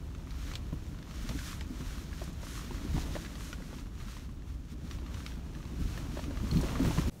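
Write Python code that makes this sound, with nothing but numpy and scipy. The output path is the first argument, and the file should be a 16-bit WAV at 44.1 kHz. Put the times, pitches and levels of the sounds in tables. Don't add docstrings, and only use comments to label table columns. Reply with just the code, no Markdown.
import sys
import numpy as np
from scipy import signal
from scipy.fft import rfft, irfft, next_fast_len
from scipy.io import wavfile
from scipy.ndimage import uniform_filter1d, map_coordinates

SR = 44100
rng = np.random.default_rng(int(sys.argv[2]) if len(sys.argv) > 2 else 0)


def wav_record(signal):
    frames = np.transpose(np.atleast_2d(signal))
    bounded = np.clip(frames, -1, 1)
    quanta = np.round(bounded * 32767).astype(np.int16)
    wavfile.write(sys.argv[1], SR, quanta)


N = 317520

# time_s, roughness_db
ROAD = [(0.0, -61), (0.62, -59.5), (0.79, -61), (1.04, -61), (1.33, -59), (1.64, -59.5), (2.53, -59.5),
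        (3.07, -54.5), (3.21, -57.5), (4.14, -63), (4.7, -64), (5.02, -59.5), (5.64, -60), (5.95, -55),
        (6.32, -56.5), (6.69, -48.5), (6.94, -50.5)]
# middle_s, extra_crunch_db
GRAVEL_PATCHES = [(3.7, 6), (5.1, 5.5)]
# middle_s, extra_boom_db
HEAVES = [(.45, 6.5), (1.02, -6), (1.3, 4.5), (2.97, 4.5), (3.28, -4), (4.36, 2.5), (4.54, 5), (4.78, 3),
          (5.02, 3.5), (5.83, 5), (6.57, 4.5), (7.05, 3)]
# start_s, level_db, pitch_hz
THUMPS = [(0.726, -32.5, 155), (1.241, -36.5, 234), (1.292, -32, 123), (1.335, -32, 119),
          (1.351, -33.5, 272), (1.702, -36, 241), (1.803, -32.5, 154), (2.275, -35.5, 125),
          (2.707, -35, 347), (2.848, -32.5, 240), (2.941, -26, 152), (2.969, -28.5, 130), (3.019, -40, 222),
          (3.762, -38.5, 211), (4.719, -38.5, 237), (4.835, -36.5, 177), (5.372, -38.5, 233),
          (5.794, -30, 163.5), (5.975, -35, 154), (6.279, -34, 289), (6.43, -31, 204), (6.52, -22.5, 145),
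          (6.556, -20, 162.4), (6.573, -23.5, 151), (6.63, -32, 370), (6.799, -23, 266),
          (6.811, -29.5, 293), (6.828, -24.5, 177), (6.851, -22, 112), (6.872, -23.5, 126),
          (6.98, -20.5, 153), (7.072, -22, 80)]
# start_s, level_db, pitch_hz
KNOCKS = [(0.726, -43.5, 593), (1.293, -43, 647), (1.309, -39, 440), (1.611, -48.5, 870), (2.216, -38, 628),
          (2.431, -44.5, 564), (2.708, -41.5, 917), (2.966, -40.5, 940), (2.979, -38, 750),
          (3.153, -34.5, 540), (3.162, -34, 610), (3.602, -46.5, 510), (3.728, -44, 510), (6.171, -35, 590),
          (6.192, -37.5, 610), (6.308, -40, 546), (6.631, -37.5, 574), (6.794, -36, 606), (6.849, -34, 590),
          (6.908, -35, 890), (6.976, -36, 970)]
# start_s, snap_db, panel_relative_db, panel_pitch_hz
TICKS = [(0.271, -57.5, 3, 1200), (0.307, -45, -18, 1730), (0.514, -51.5, 4.5, 1320),
         (0.536, -41.5, -10, 1020), (0.554, -33, -22, 1220), (1.11, -47, -4.5, 1260), (1.29, -39, -6, 1170),
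         (1.389, -44, -2.5, 1580), (1.609, -39, -8.5, 1580), (2.129, -54, 6.5, 1670), (2.781, -54, 2, 1270),
         (2.963, -46, -1, 1030), (3.153, -50, 6, 1780), (3.248, -45.5, -4, 1680), (3.354, -46, -7, 1230),
         (3.529, -38.5, -4, 1410), (3.621, -58, 4, 1490), (3.785, -50, -8, 965), (4.002, -50, -6, 1160),
         (4.167, -49.5, -3, 990), (4.291, -65, 8, 1110), (4.421, -60.5, -1, 1750), (4.911, -40.5, -9, 1150),
         (5.143, -43, -14, 1000), (5.263, -36, -11.5, 1300), (5.976, -44, -0.5, 1770),
         (6.239, -43, -11, 1220), (6.355, -53, -6, 1120), (6.372, -48, 2, 1190), (6.755, -52, 11.5, 1170),
         (6.847, -43, -6, 970), (6.875, -48, 3.5, 1230), (6.984, -44.5, 6.5, 1040)]
# start_s, level_db
CLINKS = [(6.5121, -38.5), (6.57, -38.5)]
# start_s, level_db
FOLD_FLICKS = [(2.2387, -44), (2.3276, -50), (3.2617, -54), (4.7042, -63), (6.611, -37.5), (6.6514, -50)]
# start_s, length_s, level_db, sheen_relative_db
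SLEEVE_STROKES = [(0.232, 0.37, -52.5, -23), (0.497, 0.51, -62.5, -20), (0.936, 0.49, -52.5, -20),
                  (1.093, 0.55, -52, -5.5), (1.337, 0.23, -48.5, -10), (1.568, 0.54, -52, -11),
                  (1.984, 0.35, -53, -12), (2.305, 0.38, -50.5, -4), (2.38, 0.62, -53, -21),
                  (2.89, 0.16, -47.5, -15), (2.922, 0.43, -51, -9), (3.19, 0.41, -53.5, -4.5),
                  (3.4, 0.48, -59, -7), (3.69, 0.14, -57.5, -13), (3.853, 0.43, -54, -13),
                  (4.384, 0.2, -64.5, -20), (4.662, 0.086, -56.5, -22), (4.764, 0.23, -56.5, -17),
                  (4.97, 0.41, -55.5, -11), (5.454, 0.32, -63, -12), (5.67, 0.41, -53, -11),
                  (6.033, 0.24, -52.5, -12), (6.19, 0.56, -54.5, -20), (6.724, 0.36, -46.5, -9)]
# pitch_hz, level_db, t60_s
TRIM_MODES = [(2450, 22, 0.0099), (2980, 7, 0.031), (3520, -1.5, 0.012), (4530, -54, 0.012),
              (5730, 18.5, 0.033), (6640, -4, 0.058), (7130, 1.5, 0.011)]
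# pitch_ratio, level_db, t60_s
KNOCK_MODES = [(1, -4, 0.03), (1.55, -18.5, 0.028), (2.9, -15.5, 0.015)]

# frequency_hz, relative_db
HUM_SPECTRUM = [(25, -10), (70, -3), (135, 3), (190, -6), (260, -15), (600, -16), (950, -29), (3000, -36),
                (9000, -35.5), (15000, -40)]
NYLON_SPECTRUM = [(700, -18), (1300, 6), (2200, 2), (3400, 2), (4200, 2), (4850, -1.5), (5500, 1),
                  (6800, -1), (8100, -7.5), (9600, -7), (10400, -16.5), (11200, -11), (14000, -10),
                  (16000, -15.5)]
FOLD_SPECTRUM = [(2000, -33), (4000, 0), (6500, 0), (8200, -1), (10500, -5), (15000, -16)]
SNAP_SPECTRUM = [(900, -7), (2000, 6), (3000, 11.5), (4600, 8), (5800, -5.5), (7300, 1), (9000, -12),
                 (15000, -16)]
TRIM_SPECTRUM = [(500, 8), (900, -6.5), (1200, 4), (1500, -7.5), (1900, 11), (2600, -3), (5000, -50)]
KNOCK_SPECTRUM = [(150, -20), (330, 12), (480, 0), (620, -6), (950, 4), (1300, -11.5), (2200, -13.5),
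                  (4500, -14), (9000, -63)]
ROLLING_SPECTRUM = [(250, -5.5), (400, 0.5), (500, 1), (620, 0.5), (780, -3.5), (980, -2.5), (1300, -19.5),
                    (3000, -14), (7000, -46), (15000, -36)]
GRIT_SPECTRUM = [(500, -25.5), (850, -8.5), (1100, 11), (1350, 7), (1800, 0.5), (2500, -2.5), (4000, -11),
                 (9000, -45)]
BODY_SPECTRUM = [(70, -36), (110, 3.5), (130, -6), (152, 3.5), (180, -3), (225, -4.5), (280, -4),
                 (340, -10), (420, -18.5), (700, -65.5)]
BOOM_SPECTRUM = [(12, -40.5), (24, -10.5), (34, 1.5), (48, 2.5), (62, 3.5), (85, -3), (110, -10),
                 (135, -13.5), (220, -60.5)]
SHEEN_SPECTRUM = [(3000, -14), (6000, 4), (9000, -1), (10400, -1), (11500, 0), (15000, -21)]
FLOOR_PAN_SPECTRUM = [(90, -9.5), (160, 2.5), (270, 5.5), (420, -11), (560, -21), (1000, -40.5)]

USUAL_ROAD_DB = -60
RUSTLE_DB, RUSTLE_GROWTH = -62, 1.16
TYRES_DB, TYRES_GROWTH = -59.5, 1.17
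BODY_DB, BODY_GROWTH = -47.5, 0.84
BOOM_DB, BOOM_GROWTH = -41.5, 0.62
STROKE_SKEW, STROKE_POWER = 1.67, 0.77
DRIVE_END_S, TOP_HZ = 7.098, 15720


def amp(db):
    return 10 ** (np.asarray(db) / 20)


def unit(x):
    return x / np.sqrt(np.mean(x ** 2) + 1e-20)


def wobble(rate):
    knots = rng.standard_normal(int(N * rate / SR) + 4)
    return map_coordinates(knots, [np.arange(N) * rate / SR])


def swells(rows, half_width_s):
    t = np.arange(N) / SR
    return sum(db * np.exp(-((t - s) / half_width_s) ** 2) for s, db in rows)


def colour(x, spectrum):
    m = 2 * next_fast_len(len(x) // 2 + 4096)
    hz, db = np.transpose(spectrum)
    gain = amp(np.interp(np.log(np.fft.rfftfreq(m, 1 / SR) + 1), np.log(hz), db))
    cepstrum = irfft(np.log(gain))
    cepstrum[1:m // 2] *= 2
    cepstrum[m // 2 + 1:] = 0
    return irfft(rfft(x, m) * np.exp(rfft(cepstrum)))[:len(x)]


def rush(spectrum):
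    return unit(colour(rng.standard_normal(N), spectrum))


def even(x, span_s):
    power = uniform_filter1d(x ** 2, int(span_s * SR))
    return x / np.sqrt(np.abs(power) + 1e-6)


def grains(rate, spread_db):
    sizes = amp(spread_db * np.minimum(rng.exponential(size=N), 4))
    hits = rng.random(N) < rate / SR
    return unit(hits * sizes * rng.choice([-1, 1], N))


def fade(t60, attack):
    t = np.arange(SR // 4) / SR
    return amp(-60 * t / t60) * (1 - np.exp(-t / attack))


def peaked(x):
    return x / np.sqrt(uniform_filter1d(x ** 2, SR // 500).max())


def burst(spectrum, t60, attack):
    shape = fade(t60, attack)
    return peaked(colour(shape * rng.standard_normal(len(shape)), spectrum))


def ring(hz, t60, attack):
    shape = fade(t60, attack)
    return shape / shape.max() * np.sin(2 * np.pi * hz * np.arange(len(shape)) / SR)


def add(track, s, sound):
    part = track[max(round(s * SR), 0):][:len(sound)]
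    part += sound[:len(part)]


def roughness():
    times, db = np.transpose(ROAD)
    return np.interp(np.arange(N) / SR, times, db) - USUAL_ROAD_DB


def stone_jolts(rate, db, hz):
    draws = rng.random((64, 4))
    road_db = roughness()
    jolts = []
    for chance, when, size, pitch in draws:
        if chance < rate * N / SR / len(draws):
            level_db = db + .5 * road_db[int(when * N)] + 6 * (size - .5)
            jolts.append((when * N / SR, level_db, hz * 2 ** (pitch - .5)))
    return jolts


def faint_hum():
    fade_in = np.clip((np.arange(N) / SR - DRIVE_END_S) / 0.022, 0, 1)
    return amp(-49.5) * even(rush(HUM_SPECTRUM), span_s=0.11) * fade_in


def cabin_echo(x):
    shape = fade(t60=.06, attack=.003)
    tail = shape * rng.standard_normal(len(shape))
    return signal.fftconvolve(x, tail / np.linalg.norm(tail))[:N]


def tyres():
    grit = grains(rate=320, spread_db=3) + .5 * rng.standard_normal(N)
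    crunch = unit(colour(grit, GRIT_SPECTRUM))
    crunch_db = -7 + swells(GRAVEL_PATCHES, half_width_s=0.044)
    roll_db = TYRES_DB + TYRES_GROWTH * roughness() + .8 * wobble(14)
    return amp(roll_db) * (rush(ROLLING_SPECTRUM) + amp(crunch_db) * crunch)


def fold_flicks():
    track = np.zeros(N)
    for s, db in FOLD_FLICKS:
        add(track, s, amp(db - 7) * burst(FOLD_SPECTRUM, t60=0.053, attack=0.0011))
    return track


def sleeve_gains():
    t = np.arange(N) / SR
    cloth_power = amp(RUSTLE_DB + RUSTLE_GROWTH * roughness()) ** 2
    sheen_power = cloth_power * amp(-10.5) ** 2
    for start, length, db, sheen_db in SLEEVE_STROKES:
        progress = np.clip((t - start) / length, 0, 1)
        speed = np.abs(np.sin(np.pi * progress ** STROKE_SKEW))
        power = (amp(db) * speed ** STROKE_POWER) ** 2
        cloth_power += power
        sheen_power += power * speed * amp(sheen_db) ** 2
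    return np.sqrt(cloth_power), np.sqrt(sheen_power)


def jacket():
    cloth_gain, sheen_gain = sleeve_gains()
    rubbing = rng.standard_normal(N) + .4 * grains(rate=500, spread_db=4)
    cloth = unit(colour(rubbing, NYLON_SPECTRUM))
    crinkle = unit(colour(grains(rate=220, spread_db=6.5), GRIT_SPECTRUM))
    sheen = rush(SHEEN_SPECTRUM)
    flutter = amp(-0.62 + 0.94 * wobble(35))
    return flutter * (cloth_gain * (cloth + amp(-8.5) * crinkle) + sheen_gain * sheen)


def trim_snap():
    sizes = amp(rng.normal(0, 3, len(TRIM_MODES))) * rng.choice([-1, 1], len(TRIM_MODES))
    modes = sum(size * amp(db) * ring(hz * rng.normal(1, 0.056), t60, attack=0.00062)
                for size, (hz, db, t60) in zip(sizes, TRIM_MODES))
    crack = burst(SNAP_SPECTRUM, t60=0.019, attack=0.00035)
    return peaked(peaked(modes) + 2.1 * crack)


def trim_panel(hz):
    tone = ring(hz, t60=.018, attack=.0005)
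    return peaked(tone + .55 * burst(TRIM_SPECTRUM, t60=.02, attack=.0004))


def knock(hz):
    modes = sum(amp(db) * ring(hz * ratio, t60, attack=0.0009) for ratio, db, t60 in KNOCK_MODES)
    return peaked(modes + .33 * burst(KNOCK_SPECTRUM, t60=.035, attack=.001))


def rattles():
    track = np.zeros(N)
    for s, db, hz in KNOCKS:
        add(track, s, amp(db) * knock(hz))
    for s, db, panel_db, hz in TICKS:
        add(track, s, amp(db - 2) * trim_snap())
        add(track, s, amp(db + panel_db + 4.5) * trim_panel(hz))
    for s, db in CLINKS:
        metal = ring(4250, t60=.018, attack=.0015)
        add(track, s, amp(db) * (metal + 0.63 * trim_snap()))
    for s, db, hz in stone_jolts(rate=2.5, db=-51, hz=1250):
        add(track, s, amp(db) * (trim_panel(hz) + 0.8 * trim_snap()))
    return track


def suspension_thumps():
    track = np.zeros(N)
    for s, db, hz in list(THUMPS) + stone_jolts(rate=1.5, db=-39.5, hz=186):
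        floor_pan = burst(FLOOR_PAN_SPECTRUM, t60=0.12, attack=0.0041)
        thump = ring(hz, t60=0.091, attack=0.0022)
        add(track, s, amp(db - 1) * (thump + 0.54 * floor_pan))
    return track


def cabin_boom():
    road_db = roughness()
    heave_db = swells(HEAVES, half_width_s=0.07)
    boom_db = BOOM_DB + BOOM_GROWTH * road_db + heave_db + 2 * wobble(18)
    body_db = BODY_DB + BODY_GROWTH * road_db + 0.94 * wobble(16)
    air = amp(boom_db) * even(rush(BOOM_SPECTRUM), span_s=0.0624)
    body = amp(body_db) * even(rush(BODY_SPECTRUM), span_s=.06)
    return air + body


def scene():
    clatter = rattles() + fold_flicks()
    echo = amp(-10) * cabin_echo(clatter)
    drive = cabin_boom() + tyres() + jacket() + suspension_thumps() + clatter + echo
    driving = np.arange(N) / SR < DRIVE_END_S
    return np.where(driving, drive, faint_hum())[None]


def record(dry):
    m = next_fast_len(N + SR // 2)
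    in_band = np.fft.rfftfreq(m, 1 / SR) < TOP_HZ
    return irfft(rfft(dry, m) * in_band, m)[..., :N]


dry = scene()
out = record(dry)
wav_record(out)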